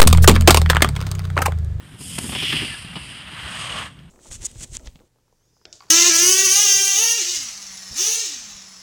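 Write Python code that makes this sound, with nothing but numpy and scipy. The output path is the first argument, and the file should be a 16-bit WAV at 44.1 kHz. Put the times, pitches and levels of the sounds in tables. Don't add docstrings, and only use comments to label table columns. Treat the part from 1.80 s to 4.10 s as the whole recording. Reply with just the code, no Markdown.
import sys
import numpy as np
from scipy import signal
from scipy.fft import rfft, irfft, next_fast_len
from scipy.io import wavfile
from scipy.ndimage import map_coordinates

SR = 44100
rng = np.random.default_rng(int(sys.argv[2]) if len(sys.argv) > 2 else 0)


def digitize_waveform(pressure):
    field = np.atleast_2d(pressure).T
    bounded = np.clip(field, -1, 1)
    quanta = np.round(bounded * 32767).astype(np.int16)
    wavfile.write(sys.argv[1], SR, quanta)


N = 101429
T = np.arange(N) / SR

# t/s, bristle hiss/dB, ski scrape/dB, deck roar/dB, ramp rumble/dB
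RUN_LEVELS = [(0, -59.5, -58, -54.5, -43), (0.17, -56.5, -55, -57, -44), (0.209, -39.5, -48.5, -56.5, -39),
              (0.35, -36, -40.5, -52.5, -38), (0.5, -35, -40, -48, -30), (0.59, -39, -28, -40.5, -36),
              (0.67, -37.5, -24, -41.5, -35.5), (0.8, -37.5, -26.5, -37, -31),
              (0.9, -39, -35, -43.5, -37.5), (1.0, -42.5, -40.5, -47.5, -48),
              (1.1, -49.5, -41.5, -45.5, -40), (1.27, -44, -40, -47.5, -41.5),
              (1.458, -52.5, -42.5, -44.5, -44.5), (1.67, -45, -39.5, -37.5, -43),
              (1.82, -37.5, -33.5, -40, -39), (1.89, -42, -35.5, -40, -43),
              (1.988, -40, -31.5, -39.5, -34.5), (2.062, -47.5, -44, -41.5, -45.5),
              (2.118, -62.5, -56, -59.5, -45.5), (2.3, -71, -65, -61.5, -48)]
# t/s, clack/dB,
# thump/dB, thump f/Hz, scrape/dB, contact length/s
SKI_KNOCKS = [(0.138, -53.5, -35, 104, -59, 0.023), (0.206, -44, -43, 420, -50, 0.013),
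              (0.381, -26, -28, 194, -31.5, 0.0095), (0.44, -38.5, -28, 233, -49, 0.013),
              (0.491, -34, -51, 200, -31.5, 0.0071), (0.521, -33.5, -32, 158, -36.5, 0.017),
              (0.55, -30, -32, 263, -19.5, 0.0037), (0.557, -26.5, -44, 136, -52, 0.0076),
              (0.623, -32, -34.5, 120, -24.5, 0.016), (0.766, -36, -44, 168, -22, 0.0046),
              (0.935, -42.5, -61, 153, -35.5, 0.011), (1.046, -42.5, -30.5, 152.3, -51, 0.0043),
              (1.155, -32.5, -51, 124, -30, 0.0049), (1.163, -32.5, -31.5, 158, -41, 0.012),
              (1.515, -50, -49, 151, -53, 0.025), (1.66, -49, -44, 127, -43, 0.027),
              (2.189, -58, -41, 120, -45.5, 0.0026)]
# t/s, bristle snap/dB, deck crack/dB, ski scrape/dB, contact length/s
SKI_SLAPS = [(0.3852, -22.5, -46, -36, 0.0032), (0.724, -43, -24.5, -21.5, 0.007)]
# f/Hz, relative level/dB, t60/s
PANEL_MODES = [(151, 0, .25), (242, -2.5, 0.17), (304, 1.5, 0.079), (380, -7, 0.1)]
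# t/s, level of lowest mode/dB, tilt/(dB/octave)
WEIGHT_THUDS = [(0.7279, -23, 1), (0.819, -32.5, 11)]
# t/s, length/s, starting f/Hz, sag/(Hz/s), mean level/dB
SKI_SQUEAKS = [(0.875, 0.055, 2145, 3680, -38.5), (0.896, 0.053, 1787, 2010, -35)]

# f/Hz, level/dB
HISS_COMING_SPECTRUM = [(3000, -31), (4200, -14), (5000, -2.5), (6000, -12), (6900, -5), (7500, -6),
                        (8300, 2), (9600, -1), (10700, -4), (11300, -9.5), (12700, -14), (15000, -23.5)]
# f/Hz, level/dB
HISS_GOING_SPECTRUM = [(3000, -10), (4900, 3.5), (6200, -13.5), (7400, -7.5), (8200, 2.5), (9300, 4.5),
                       (10200, -4), (12000, -17.5), (15000, -42)]
# f/Hz, level/dB
HISS_KICKER_SPECTRUM = [(3000, -13.5), (4800, -6.5), (6000, -12.5), (6800, -7), (7500, -15), (8200, -0.5),
                        (8900, -5.5), (9700, -13), (11000, -17), (12200, -34), (15000, -52)]
# f/Hz, level/dB
SKI_SPECTRUM = [(400, -28), (1300, -36), (1900, -10), (2500, -5.5), (2930, 2), (3300, -1.5), (3800, -13.5),
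                (4400, -18), (5100, -14.5), (6000, -26.5), (9000, -36)]
# f/Hz, level/dB
DECK_SPECTRUM = [(200, -19), (400, -17), (600, -8), (900, -4.5), (1200, -1), (1800, 1), (2400, -4.5),
                 (4000, -8.5), (6000, -40), (12000, -34)]
# f/Hz, level/dB
RAMP_SPECTRUM = [(20, -51), (55, 0.5), (95, 2.5), (135, 6), (200, -1), (300, -6.5), (420, -17), (700, -20),
                 (2000, -79)]
# f/Hz, level/dB
CLACK_SPECTRUM = [(100, -3), (300, 10.5), (550, 2.5), (900, 3), (1200, 3.5), (1650, -6), (2300, 1),
                  (4000, -6), (5200, -4), (7000, -52), (15000, -57)]
# f/Hz, level/dB
THUMP_SPECTRUM = [(25, -30), (70, -6), (260, 9), (400, -9.5), (2000, -40)]
# f/Hz, level/dB
LIP_SPECTRUM = [(250, -27.5), (480, -3), (650, 1), (900, -6.5), (1300, 0.5), (3000, -44)]
# f/Hz, level/dB
HUM_SPECTRUM = [(20, -25), (40, -6), (58, 11), (90, 8), (130, 5), (175, 12.5), (210, -11), (290, -3.5),
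                (380, -44.5), (700, -22), (2000, -38)]
# f/Hz, level/dB
AIR_SPECTRUM = [(100, -28), (500, 13), (1200, 13), (2000, -9), (4000, -13), (7000, -20), (9000, -3),
                (15000, -22)]

HUM_DB, HUM_WANDER_DB, HUM_WANDER_PER_S, AIR_DB = -48.5, 2.5, 10.36, -65
ECHO_T60_S, ECHO_DELAY_S, ECHO_DB = 0.22, 0.0057, -14
HISS_TRIM_DB, SCRAPE_TRIM_DB, DECK_TRIM_DB, RUMBLE_TRIM_DB = 0.5, 1, 1.5, -1.5
PASS_S, PASS_SCALE_S, KICKER_S, KICKER_SCALE_S = 0.72, 0.0669, 1.6, 0.25
FLICKS_PER_S, FLICK_SCATTER_DB = 9000, 0.5
GRIT_PER_S, GRIT_DB = 330, -11
CHATTER_PER_S, CHATTER_DB = 140, 1
PATCH_PER_S, PATCH_DB = 45, 1.4
DOPPLER_SHARE = 0.03
DULL_ABOVE_HZ, DULL_FROM_S, DULL_DB_PER_S = 5460, 1, 37
KNOCK_ATTACK_S, KNOCK_RELEASE_S, THUMP_RELEASE_S, THUMP_NOISE_DB = 0.0012, 0.0023, 0.0041, -9.5
THUD_ATTACK_S = 0.0049
SQUEAK_ATTACK_S, SQUEAK_RELEASE_S, SQUEAK_WAVER_HZ, SQUEAK_ROUGH_DB = 0.016, 0.006, 35, 3
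LIP_S, LIP_DB, LIP_RISE_DB_PER_S, LIP_FALL_DB_PER_S = 2.006, -36.5, 55, 246
LIP_RING_HZ, LIP_RING_WIDTH_HZ, LIP_RING_DB = 1140, 130, -34.5
TOP_HZ = 15250


def undb(db):
    return 10 ** (np.asarray(db) / 20)


def unit(x):
    return x / np.sqrt(np.mean(x ** 2))


def colour(x, points):
    hz, db = np.array(points, float).T
    size = 2 * next_fast_len(N)
    f = np.maximum(np.fft.rfftfreq(size, 1 / SR), 1)
    log_gain = np.log(undb(np.interp(np.log(f), np.log(hz), db)))
    cepstrum = irfft(log_gain)
    cepstrum[1:size // 2] *= 2
    cepstrum[size // 2 + 1:] = 0
    response = np.exp(rfft(cepstrum))
    return unit(irfft(rfft(x, size) * response)[:N])


def noise(points):
    return colour(rng.standard_normal(N), points)


def walk(rate):
    return unit(np.interp(T * rate, np.arange(N), rng.standard_normal(N)))


def burst(start, length, attack, release):
    rise = np.clip((T - start) / attack, 0, 1)
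    return rise * np.exp(-np.maximum(T - start - length, 0) / release)


def flicks(rate=FLICKS_PER_S):
    hit = rng.random(N) < rate / SR
    sign = rng.choice([-1, 1], N)
    return hit * sign * undb(FLICK_SCATTER_DB * np.minimum(rng.exponential(size=N), 5))


def hum():
    return noise(HUM_SPECTRUM) * undb(HUM_DB + HUM_WANDER_DB * walk(HUM_WANDER_PER_S))


def air():
    return noise(AIR_SPECTRUM) * undb(AIR_DB)


def echo(x):
    decay = np.exp(-np.log(1000) * T / ECHO_T60_S)
    tail = rng.standard_normal(N) * (T > ECHO_DELAY_S) * decay
    return signal.fftconvolve(x, tail / np.linalg.norm(tail))[:N] * undb(ECHO_DB)


def lip():
    resonator = signal.iirpeak(LIP_RING_HZ, LIP_RING_HZ / LIP_RING_WIDTH_HZ, fs=SR)
    ring = unit(signal.lfilter(*resonator, flicks()))
    roar = colour(flicks(), LIP_SPECTRUM)
    drop_db = np.maximum((LIP_S - T) * LIP_RISE_DB_PER_S, (T - LIP_S) * LIP_FALL_DB_PER_S)
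    return (roar * undb(LIP_DB) + ring * undb(LIP_RING_DB)) * undb(-drop_db)


def squeaks():
    out = np.zeros(N)
    for start, length, start_hz, sag, level_db in SKI_SQUEAKS:
        hz = start_hz - sag * np.clip(T - start, 0, length) + SQUEAK_WAVER_HZ * walk(CHATTER_PER_S)
        whistle = np.sin(2 * np.pi * np.cumsum(hz) / SR)
        gain = undb(level_db + SQUEAK_ROUGH_DB * walk(CHATTER_PER_S))
        out += whistle * gain * burst(start, length, SQUEAK_ATTACK_S, SQUEAK_RELEASE_S)
    return out


def thuds():
    out = np.zeros(N)
    for start, level_db, tilt_db in WEIGHT_THUDS:
        age = np.maximum(T - start, 0)
        for hz, mode_db, t60 in PANEL_MODES:
            octaves = np.log2(hz / PANEL_MODES[0][0])
            gain = undb(level_db + mode_db + tilt_db * octaves)
            envelope = burst(start, 0, THUD_ATTACK_S, t60 / np.log(1000))
            out += gain * np.sin(2 * np.pi * hz * age) * envelope
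    return out


def slaps():
    snap, crack, scrape = noise(HISS_COMING_SPECTRUM), noise(DECK_SPECTRUM), noise(SKI_SPECTRUM)
    out = np.zeros(N)
    for start, snap_db, crack_db, scrape_db, length in SKI_SLAPS:
        hit = snap * undb(snap_db) + crack * undb(crack_db) + scrape * undb(scrape_db)
        out += hit * burst(start, length, KNOCK_ATTACK_S, KNOCK_RELEASE_S)
    return out


def knocks():
    clack, thump_noise, scrape = noise(CLACK_SPECTRUM), noise(THUMP_SPECTRUM), noise(SKI_SPECTRUM)
    out = np.zeros(N)
    for start, clack_db, thump_db, thump_hz, scrape_db, length in SKI_KNOCKS:
        contact = clack * undb(clack_db) + scrape * undb(scrape_db)
        out += contact * burst(start, length, KNOCK_ATTACK_S, KNOCK_RELEASE_S)
        thump = np.sin(2 * np.pi * thump_hz * (T - start)) + undb(THUMP_NOISE_DB) * thump_noise
        out += thump * undb(thump_db) * burst(start, length, KNOCK_ATTACK_S, THUMP_RELEASE_S)
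    return out


def recede(x):
    body = signal.sosfiltfilt(signal.butter(4, DULL_ABOVE_HZ, fs=SR, output="sos"), x)
    return body + (x - body) * undb(-DULL_DB_PER_S * np.maximum(T - DULL_FROM_S, 0))


def sliding():
    run = np.array(RUN_LEVELS, float)
    hiss_db, scrape_db, deck_db, rumble_db = (np.interp(T, run[:, 0], col) for col in run[:, 1:].T)
    past = 0.5 + 0.5 * np.tanh((T - PASS_S) / PASS_SCALE_S)
    climb = 0.5 + 0.5 * np.tanh((T - KICKER_S) / KICKER_SCALE_S)

    stages = ((1 - past, HISS_COMING_SPECTRUM),
              (past * (1 - climb), HISS_GOING_SPECTRUM),
              (past * climb, HISS_KICKER_SPECTRUM))
    hiss = sum(np.sqrt(share) * colour(flicks(), points) for share, points in stages)
    hiss = hiss * undb(hiss_db + HISS_TRIM_DB)

    grit = colour(flicks(GRIT_PER_S), SKI_SPECTRUM)
    ski = unit(colour(flicks(), SKI_SPECTRUM) + undb(GRIT_DB) * grit)
    read_position = np.cumsum(1 + DOPPLER_SHARE * (1 - 2 * past) * (1 - climb))
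    scrape = map_coordinates(ski, [read_position], mode="mirror") * undb(scrape_db + SCRAPE_TRIM_DB)

    deck_gain = undb(deck_db + DECK_TRIM_DB + PATCH_DB * walk(PATCH_PER_S))
    deck = colour(flicks(), DECK_SPECTRUM) * deck_gain
    rumble = noise(RAMP_SPECTRUM) * undb(rumble_db + RUMBLE_TRIM_DB)
    chatter = undb(CHATTER_DB * walk(CHATTER_PER_S))
    return (hiss + recede(scrape) + deck + rumble) * chatter


def scene():
    skis = sliding() + lip() + knocks() + slaps() + thuds() + squeaks()
    return (skis + echo(skis) + hum() + air())[None]


def record(dry):
    return signal.sosfilt(signal.ellip(10, 0.2, 80, TOP_HZ, fs=SR, output="sos"), dry)


dry = scene()
out = record(dry)
digitize_waveform(out)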